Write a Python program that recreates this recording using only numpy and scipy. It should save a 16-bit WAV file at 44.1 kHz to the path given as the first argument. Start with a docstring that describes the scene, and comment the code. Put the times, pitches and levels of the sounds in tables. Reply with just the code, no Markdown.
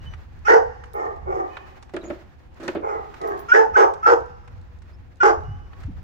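"""Two large dogs in a yard; houses echo, light wind rumbles on the two ports of a hand-held microphone.
Thin whistles, then at 0.5 s the near dog's vocal folds break from a clean yip into a hoarse roar; the far
dog answers twice, gruffly. Someone steps along a parked car, pulls its rear door handle at 2 s and lets it
snap back at 2.7 s. The far dog barks twice more, the near one three times from 3.5 s and once at 5.2 s.
Whistles, steps and low bumps on the microphone end the scene."""
import sys
import numpy as np
from scipy import signal
from scipy.fft import rfft, irfft, next_fast_len
from scipy.io import wavfile
from scipy.ndimage import uniform_filter1d, minimum_filter1d, map_coordinates

SR = 44100
rng = np.random.default_rng(int(sys.argv[2]) if len(sys.argv) > 2 else 0)


def store_wav(level_fs):
    """Save 16-bit WAV to argv[1]."""
    pcm = np.round(np.clip(np.atleast_2d(level_fs), -1, 1) * 32767)
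    wavfile.write(sys.argv[1], SR, pcm.T.astype(np.int16))


N = 265923

# neighbourhood hush: time_s, level_db
HUSH_LEVELS = [(0, -57.5), (2.4, -58), (3.5, -51), (4.7, -62), (6.03, -54)]
# wind puffs: peak_s, half_width_s, level_db
GUSTS = [(.1, 0.15, -37), (.64, 0.48, -42.5), (1.26, 0.1, -34.5), (3.73, .05, -41.5), (4.6, 0.56, -42.5),
         (5.48, 0.18, -34), (5.92, 0.27, -36.5)]
# microphone bumps: start_s, length_s, level_db, pitch_hz
BUMPS = [(5.368, 0.051, -28, 68.5), (5.467, 0.079, -25.5, 89), (5.842, 0.04, -24.5, 64.3),
         (5.865, 0.063, -34, 206)]
# thin whistles, probably birds: start_s, length_s, level_db, start_hz, middle_hz, end_hz, overtone_db
WHISTLES = [(0, 0.054, -58, 2800, 2895, 2830, -15), (0.057, 0.044, -46, 3000, 2997, 3000, -29),
            (0.081, 0.077, -58, 2930, 2970, 2880, -6.5), (0.282, 0.061, -80, 4900, 4150, 3560, -30),
            (4.927, .034, -65.5, 4640, 5210, 5250, -28), (5.43, 0.16, -60, 2860, 2930, 3040, -26),
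            (5.577, 0.13, -67, 3040, 2960, 3000, -29), (5.691, 0.12, -55.5, 1148, 1105, 1140, -23)]
# sleeve swishes: peak_s, half_width_s, level_db
SWISHES = [(.05, 0.42, -56), (1.6, 0.23, -52.5), (2.12, .16, -51), (2.67, 0.083, -44), (3.24, 0.31, -49),
           (5.8, 0.054, -51), (6, 0.16, -57)]
# shoes on gritty paving: start_s, scuff_db, grit_db
STEPS = [(.135, -28.5, -56), (.837, -33, -49), (1.568, -23, -51), (1.706, -44, -59.5), (1.8253, -37, -44),
         (1.892, -41, -55.5), (3.14, -32.5, -49), (3.214, -38.5, -41.5), (3.9357, -36, -42.5),
         (4.4752, -36.5, -54), (4.819, -45.5, -52.5), (5.731, -38, -67), (5.8014, -59, -52.5),
         (5.8326, -35.5, -51)]
# hollow ring partials: freq_hz, gain_db
RING_PARTIALS = [(1055, -59.5), (1787, -61), (2492, -62), (2982, -67.5)]
# small metal contacts: start_s, level_db
JINGLES = [(0.9332, -49), (3.2745, -48.5), (3.3764, -54), (3.3917, -46.5)]
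# their modes: freq_hz, gain_db, t60_s
JINGLE_MODES = [(10230, -2, 0.053), (12200, -7.5, .06), (14900, 2, .09), (15320, -1.5, .1)]
# pivot squeaks: start_s, length_s, level_db, centre_hz
SQUEAKS = [(2.007, 0.027, -53.5, 3870), (2.038, 0.047, -50, 6720)]
# handle linkage catches: start_s, thud_db, clack_db, snap_db, t60_s
CATCHES = [(1.937, -38, -37, -43.5, 0.18), (1.964, -43.5, -23.5, -27, 0.071), (2.033, -43, -47, -62, 0.54),
           (2.101, -38, -28.5, -45, 0.081), (2.599, -45.5, -44.5, -54, 0.73),
           (2.63, -42.5, -53.5, -48.5, 1), (2.679, -38, -17, -19.5, 0.08), (2.751, -34, -32, -57, 0.21),
           (2.765, -67, -38.5, -54, .1)]
# modes of door skin, steel latch, open car cabin: freq_hz, width_hz, gain_db
PANEL_MODES = [(206, 120, -12.5), (325, 49, 1), (369, 44, 1), (596, 110, -7.5)]
LATCH_MODES = [(1270, 43, 14), (1795, 62, 5), (2470, 32, -1), (3590, 64, 5.5)]
CABIN_MODES = [(400, 7.6, -24.5), (485, 21, 13.5), (770, 16, -12), (930, 75, 4.5), (1160, 6.1, 8),
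               (1370, 14, 6.5), (2770, 120, 6)]
# barks: start_s, length_s, level_db, top_pitch_hz, crest_share, throat_scale, muzzle_hz, gape_db, woof_db
FAR_BARKS = [(.935, 0.19, -25, 427.7, 0.44, 1.07, 1900, 0, -15),
             (1.255, 0.21, -25.5, 387, 0.51, 1.1, 1050, -5, 0.5),
             (2.815, .18, -24.5, 421.4, .5, 1.15, 1250, -3.5, -9.5),
             (3.2, .165, -25.5, 409.5, 0.53, .99, 1250, 3, -9)]
NEAR_BARKS = [(.479, 0.091, -7, 499.6, 0.74, 0.99, 1798, -2.5, 1),
              (3.536, 0.073, -8, 451.2, .6, 1.013, 1760, -3.5, -2),
              (3.764, .088, -8.5, 422.6, 0.37, 1.036, 1220, -4.5, -6),
              (4.062, .08, -11, 489.4, .68, .96, 1295, -1, -1),
              (5.230, 0.093, -10.5, 419.3, 0.34, 1.01, 1274, 0.5, -1)]
# throat and muzzle resonances: freq_hz, gain_db
FAR_THROAT = [(200, -37), (340, -0.5), (450, 7), (600, -1.5), (760, 6.5), (1000, -4.5), (1260, 2),
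              (1550, -26), (1950, -7.5), (2600, -47.5), (4200, -61.5), (5700, -63.5), (9000, -72.5)]
NEAR_THROAT = [(210, -75.5), (350, -5), (490, -0.5), (640, -7), (830, 6.5), (1050, -6), (1320, -7),
               (1760, -10), (2400, -28.5), (2950, -32.5), (4000, -44), (5400, -32.5), (7200, -45.5),
               (9000, -65)]
# yips, led by harmonic 3: start_s, length_s, lead_db, peak_db, start_hz, end_hz, others_db
YIPS = [(0.45, 0.039, -28, -18, 1262, 1415, -14), (3.484, 0.053, -24.5, -4, 1394, 1491, -16),
        (3.737, 0.039, -22.5, -11, 1294, 1535, -22.5), (4.026, .052, -21.5, -7, 1305, 1350, -23.5),
        (5.202, 0.033, -14, -33.5, 1466, 1410, -15.5)]
# other yip harmonics: number, gain_db
YIP_HARMONICS = [(1, -30.5), (2, -15), (4, -25), (5, -25), (6, -28.5), (7, -37.5)]
# noise spectra: freq_hz, gain_db
RUMBLE = [(12, -44.5), (20, -11), (54, -5), (75, -0.5), (98, -7.5), (124, -13.5), (274, -29), (300, -52.5),
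          (390, -59.5), (660, -120)]
HUSH = [(88, -42.5), (150, -3.5), (182, -7), (366, -5), (428, -17.5), (500, -7.5), (572, -20.5), (812, -11),
        (1170, -24), (1320, -57.5), (2500, -25), (5130, -44), (15500, -53)]
CLACK = [(300, -9.5), (900, 2), (1400, 3.5), (2600, -5), (4500, -19.5), (9000, -59)]
SNAP = [(1500, -38), (3800, 4.5), (7000, -0.5), (9000, -6), (15000, -31.5)]
CLOTH = [(200, 2.5), (700, 3.5), (1800, 1.5), (3000, -9.5), (4500, -13.5), (7000, -20.5), (9000, -33),
         (15000, -26)]
TEETH_HISS = [(1800, -13), (2900, 2), (4000, -11), (5400, 3), (7200, -.5), (9000, -20.5), (15000, -20)]
YIP_AIR = [(600, -30.5), (1000, 7.5), (1500, -.5), (2500, -4.5), (4000, -29.5), (5600, -6), (9000, -37.5)]
# decay off close walls and farther houses: freq_hz, t60_s
WALL_DECAY = [(200, 0.22), (800, 0.35), (2000, 0.18), (6000, 0.24), (14000, 0.14)]
STREET_DECAY = [(200, 2.1), (450, 0.34), (820, 1.44), (1500, 0.98), (5000, 2), (12000, 0.73)]
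# port phase for sound from the side: freq_hz, left_lead_rad
PORT_PHASE = [(100, 0), (420, -1.8), (850, -3.0), (1400, -3.4), (2600, -3.0), (6000, -4.4)]
# dogs' direction as the microphone turns: time_s, phase_scale
BEARING = [(0, 1.02), (3.2, 1.02), (3.5, 1.12), (3.75, 1.02), (4.05, .82), (5.2, .77)]
# reflections off the car: freq_hz, random_phase_rad
SCATTER = [(900, 0.029), (1700, 1.5), (2600, 3.3), (5000, 3.4)]


def amp(db):
    """Decibels to gain."""
    return 10 ** (np.asarray(db) / 20)


def unit(x):
    """Scale to rms 1."""
    return x / np.sqrt(np.mean(x ** 2) + 1e-20)


def along(points, hz):
    """(freq_hz, value) points read on a log axis."""
    freqs_hz, values = np.transpose(points)
    return np.interp(np.log(hz + 1), np.log(freqs_hz), values)


def clock(length_s):
    """Sample times in seconds."""
    return np.arange(int(length_s * SR)) / SR


def phase_of(pitch_hz):
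    """Running phase in radians."""
    return 2 * np.pi * np.cumsum(pitch_hz) / SR


def wobble(knots_per_s, size):
    """Smooth random curve."""
    return map_coordinates(rng.standard_normal(4096), [np.arange(size) * knots_per_s / SR], mode="wrap")


def swells(rows, rest_db):
    """Resting gain plus one bell per row."""
    t = np.arange(N) / SR
    power = sum(amp(db) ** 2 * np.exp(-2 * ((t - peak_s) / width_s) ** 2) for peak_s, width_s, db in rows)
    return np.sqrt(amp(rest_db) ** 2 + power)


def filtered(x, response):
    """Apply a complex frequency response."""
    size = x.shape[-1]
    padded = next_fast_len(size + 8192)
    return irfft(rfft(x, padded) * response(np.fft.rfftfreq(padded, 1 / SR)), padded)[..., :size]


def coloured(x, spectrum, freq_scale=1):
    """Shape by a spectrum, at rms 1."""
    return unit(filtered(x, lambda hz: amp(along(spectrum, hz / freq_scale))))


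def resonate(x, modes):
    """Parallel resonators of alternating sign."""
    return filtered(x, lambda f: sum(
        (-1) ** k * amp(db) * 1j * f * width_hz / (hz * hz - f * f + 1j * f * width_hz)
        for k, (hz, width_hz, db) in enumerate(modes)))


def noise_pair(correlation, size):
    """White stereo noise."""
    mid, side = rng.standard_normal((2, size))
    turn_rad = np.arccos(correlation) / 2
    return np.cos(turn_rad) * mid + np.sin(turn_rad) * np.array([side, -side])


def add(track, start_s, x):
    """Mix x into the track."""
    part = track[:, round(start_s * SR):][:, :x.shape[-1]]
    part += x[..., :part.shape[1]]


def wind_and_hush():
    """Wind and handling rumble on the ports over the neighbourhood's hush."""
    flutter = amp(1.5 * wobble(12, N))
    wind = swells(GUSTS, rest_db=-47.5) * flutter * coloured(noise_pair(.3, N), RUMBLE)
    hush_db = np.interp(np.arange(N) / SR, *np.transpose(HUSH_LEVELS)) + wobble(4.8, N)
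    track = wind + amp(hush_db) * coloured(noise_pair(0, N), HUSH)
    for start_s, length_s, db, hz in BUMPS:
        t = clock(length_s)
        bump = np.sin(phase_of(hz * (1 + .32 * wobble(90, len(t)))))
        add(track, start_s, amp(db) * np.sin(np.pi * t / length_s) * bump)
    return track


def echo(x, decay, build_s):
    """Diffuse reflections; each frequency dies at its own rate."""
    hz, t, spectra = signal.stft(noise_pair(.63, SR), SR, nperseg=256)
    tail = signal.istft(spectra * amp(-60 * t / along(decay, hz)[:, None]), SR, nperseg=256)[1]
    tail *= 1 - np.exp(-(np.arange(tail.shape[1]) / SR / build_s) ** 2)
    return signal.fftconvolve(x, tail / np.linalg.norm(tail[0]), axes=1)[:, :N]


def whistles():
    """Nearly pure tones on curved glides."""
    track = np.zeros((2, N))
    for start_s, length_s, db, start_hz, middle_hz, end_hz, overtone_db in WHISTLES:
        progress = clock(length_s) / length_s
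        glide_hz = np.polyval(np.polyfit([0, .5, 1], [start_hz, middle_hz, end_hz], 2), progress)
        phase = phase_of(glide_hz * (1 + .00098 * wobble(90, len(progress))))
        swell = np.sqrt(np.sin(np.pi * progress)) * amp(db + 2 * wobble(45, len(progress)))
        add(track, start_s, swell * (np.sin(phase) + amp(overtone_db) * np.sin(2 * phase)))
    return track


def clothes():
    """Cloth brushes faintly and swishes with each movement."""
    cloth = coloured(noise_pair(.027, N), CLOTH)
    flicker = amp(2.5 * wobble(40, N))
    return swells(SWISHES, rest_db=-60.5) * flicker * cloth


def steps(rise_s=.0027, grains_per_s=5):
    """Soles scuff and crack grit; stray grains tick in between."""
    track, t = np.zeros((2, N)), clock(1 / 6)
    press = lambda t60_s: (1 - np.exp(-t / rise_s)) * amp(-60 * t / t60_s + .65 * wobble(270, len(t)))
    for start_s, scuff_db, grit_db in STEPS:
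        scuff = amp(scuff_db) * coloured(noise_pair(.12, len(t)), CLACK)
        grit = amp(grit_db) * coloured(noise_pair(.1, len(t)), SNAP)
        add(track, start_s, press(t60_s=.036) * (scuff + grit))
    grains = (rng.random(N) < grains_per_s / SR) * amp(-55 + 4.5 * rng.uniform(-1, 1, N))
    ticks = signal.fftconvolve(grains, press(t60_s=.02))[:N]
    return track + ticks * coloured(noise_pair(.16, N), SNAP)


def hollow_ring(start_s=1.49, rise_s=.09, t60_s=.6):
    """Faint wavering partials swell and die as the hand reaches for the door."""
    track, t = np.zeros((2, N)), clock(.74)
    partial = lambda hz: np.sin(2 * np.pi * hz * t + 2.6 * wobble(70.9, len(t)))
    ring = np.array([sum(amp(db) * partial(hz) for hz, db in RING_PARTIALS) for side in "LR"])
    add(track, start_s, (1 - np.exp(-t / rise_s)) * amp(-37 - 60 * t / t60_s) * unit(ring))
    return track


def jingles(rise_s=.0052, snap_db=.5, snap_t60_s=.017):
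    """Small metal pieces touch with a snap and ring high."""
    track, t = np.zeros((2, N)), clock(1 / 6)
    for start_s, db in JINGLES:
        snap = coloured(noise_pair(0, len(t)), SNAP)
        add(track, start_s, amp(db + snap_db - 60 * t / snap_t60_s) * snap)
        for hz, mode_db, t60_s in JINGLE_MODES:
            phase = 2 * np.pi * hz * t + .91 * wobble(300, len(t))
            decay = amp(db + mode_db + rng.normal(0, 2.5, (2, 1)) - 60 * t / t60_s)
            add(track, start_s, decay * (1 - np.exp(-t / rise_s)) * np.sin(phase))
    return track


def pivot_squeaks(half_width_hz=160):
    """The handle's dry pivot rubs steel on steel in a narrow, rough band."""
    track = np.zeros((2, N))
    for start_s, length_s, db, centre_hz in SQUEAKS:
        t = clock(length_s)
        band = lambda hz: np.exp(-((hz - centre_hz) / half_width_hz) ** 2)
        rub = unit(filtered(noise_pair(.35, len(t)), band))
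        add(track, start_s, amp(db) * np.sin(np.pi * t / length_s) * rub)
    return track


def door_handle(rise_s=.003, thud_cutoff_hz=1500):
    """Each catch of the linkage clacks, rings the latch and thuds through the hollow door."""
    track, t = np.zeros((2, N)), clock(1 / 4)
    blow = lambda t60_s: (1 - np.exp(-t / rise_s)) * amp(-60 * t / t60_s)
    contact = amp(-6.5) * unit(signal.unit_impulse(len(t)))
    for start_s, thud_db, clack_db, snap_db, t60_s in CATCHES:
        rattle = unit(noise_pair(.65, len(t)) * blow(t60_s))
        panel = resonate(contact + rattle, PANEL_MODES)
        thud = unit(filtered(panel, lambda hz: 1 / (1 + (hz / thud_cutoff_hz) ** 4)))
        clack = coloured(noise_pair(.047, len(t)), CLACK) * blow(.7 * t60_s)
        latch = unit(resonate(coloured(noise_pair(.3, len(t)), CLACK), LATCH_MODES))
        clack += amp(-12) * latch * blow(t60_s)
        snap = coloured(noise_pair(0, len(t)), SNAP) * blow(.17 * t60_s)
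        add(track, start_s, amp(thud_db) * thud + amp(clack_db) * clack + amp(snap_db) * snap)
    return track


def ports(x, time_s, delay_s=.0005, shadow_hz=1900):
    """Side sound meets the two ports out of phase; its treble is scattered and late on the left."""
    bearing = np.interp(time_s, *np.transpose(BEARING))

    def response(hz):
        ripple = map_coordinates(rng.standard_normal(256), [hz / 150], mode="wrap")
        lag_rad = 2 * np.pi * delay_s * np.maximum(hz - shadow_hz, 0)
        lead_rad = bearing * along(PORT_PHASE, hz) + along(SCATTER, hz) * ripple - lag_rad
        return np.exp(.5j * lead_rad * np.array([[1], [-1]]))
    return filtered(x, response)


def vocal_folds(pitch_hz, jitter, shimmer_db, air_share):
    """Chaotic folds: uneven pulses plus air noise that swells once a cycle."""
    size = len(pitch_hz)
    cycles = np.cumsum(pitch_hz * (1 + jitter * wobble(260, size))) / SR
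    pulses = np.diff(np.floor(cycles), prepend=0) * amp(shimmer_db * wobble(329.1, size))
    air = rng.standard_normal(size) * (1 + .24 * np.cos(2 * np.pi * cycles))
    return np.sqrt(1 - air_share) * unit(pulses) + np.sqrt(air_share) * unit(air)


def yips(attack_s=.01, swell_s=.025, release_s=.007):
    """One clean note before the chaos; harmonic 3 glides into the muzzle's resonance and swells."""
    track, t = np.zeros((2, N)), clock(1 / 10)
    for start_s, length_s, lead_db, peak_db, start_hz, end_hz, others_db in YIPS:
        progress = np.clip((t - length_s) / swell_s + 1, 0, 1)
        third_hz = start_hz + (end_hz - start_hz) * np.sin(np.pi * np.minimum(progress, .5)) ** 2
        phase = phase_of(third_hz * (1 + .008 * wobble(300, len(t))))
        held = np.clip(t / attack_s, 0, 1) * np.clip((length_s - t) / release_s, 0, 1)
        swell = amp(lead_db) * held + amp(peak_db) * np.abs(np.sin(np.pi * progress)) ** 3.9
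        air = amp(-22) * coloured(rng.standard_normal(len(t)), YIP_AIR)
        others = sum(amp(db) * np.sin(k * phase / 3) for k, db in YIP_HARMONICS)
        yip = np.sqrt(2) * swell * np.sin(phase) + amp(others_db) * held * (others + air)
        add(track, start_s, ports(yip, start_s))
    return track


def barks(rows, throat, jitter, shimmer_db, air_share, rise_s, release_s, pitch_sag,
          closing_scale, dulling_db, swell_db, muzzle_db, muzzle_octaves=.28):
    """Pitch and level arch with the push of air; resonances sink and tilt as the jaws close."""
    track, t = np.zeros((2, N)), clock(1 / 3)
    throat_hz, throat_db = np.transpose(throat)
    upper = np.clip(np.log2(throat_hz / 750), 0, 1)  # resonances a wide mouth lets out
    mouth = lambda gape_db: np.transpose([throat_hz, throat_db + gape_db * upper])
    for start_s, length_s, db, top_hz, crest, throat_scale, muzzle_hz, gape_db, woof_db in rows:
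        progress = t / length_s
        off_crest = np.minimum((progress - crest) ** 2, 1)
        pitch_hz = top_hz * (1 - pitch_sag * off_crest)
        muzzle = lambda hz: amp(muzzle_db * np.exp(-(np.log2((hz + 1) / muzzle_hz) / muzzle_octaves) ** 2))
        source = filtered(vocal_folds(pitch_hz, jitter, shimmer_db, air_share), muzzle)
        wide = coloured(source, mouth(gape_db + dulling_db), throat_scale)
        narrow = coloured(source, mouth(gape_db - dulling_db), throat_scale * closing_scale)
        shut = np.clip(progress, 0, 1)
        voice = (1 - shut) * wide + shut * narrow
        voice /= np.sqrt(np.mean(voice[progress < 1] ** 2))
        # turbulence between the teeth, only at full push
        voice += amp(-38 - 58 * off_crest) * coloured(source, TEETH_HISS)
        # mid-bark the folds lock onto the lowest resonance: a round fundamental
        woof = np.sin(phase_of(pitch_hz * (1 + .029 * wobble(116.1, len(t)))))
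        voice += amp(woof_db - 21 * off_crest + 3 * wobble(120, len(t))) * woof
        attack = (1 - np.exp(-t / rise_s)) ** 2
        release = 1 / (1 + np.exp(np.minimum((t - length_s) / release_s, 50)))
        add(track, start_s, ports(amp(db - swell_db * off_crest) * attack * release * voice, start_s))
    return track


def scene():
    """Dogs to one side, the car close by, echoes around both."""
    near = yips() + barks(NEAR_BARKS, NEAR_THROAT, jitter=.035, shimmer_db=9, air_share=.41,
                          rise_s=.0022, release_s=.0023, pitch_sag=.45, closing_scale=.99,
                          dulling_db=7, swell_db=1.5, muzzle_db=7.5)
    far = barks(FAR_BARKS, FAR_THROAT, jitter=.06, shimmer_db=6, air_share=.57,
                rise_s=.0089, release_s=.031, pitch_sag=.25, closing_scale=.88,
                dulling_db=-2.5, swell_db=12, muzzle_db=.5)
    close = door_handle() + pivot_squeaks() + steps() + clothes() + jingles() + hollow_ring()
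    cabin = amp(-20) * resonate(near + far, CABIN_MODES)
    walls = echo(amp(-8.5) * near + amp(-9) * far + amp(-13.5) * close, WALL_DECAY, build_s=.0072)
    street_send = amp(-25) * near + amp(-11.5) * far + amp(-9.5) * cabin + amp(-34) * close
    street = echo(street_send, STREET_DECAY, build_s=.02)
    balance = amp([[-1], [1]])
    return (near + far + close + cabin + walls + street + whistles()) * balance + wind_and_hush()


def record(dry, top_hz=15800):
    """Peak limiter at full scale, then a steep low-pass."""
    needed = 1 / np.maximum(np.abs(dry).max(axis=0), 1)
    held = minimum_filter1d(needed, size=265)
    gain = uniform_filter1d(uniform_filter1d(held, size=133), size=133)
    return filtered(dry * gain, lambda hz: hz < top_hz)


dry = scene()
out = record(dry)
store_wav(out)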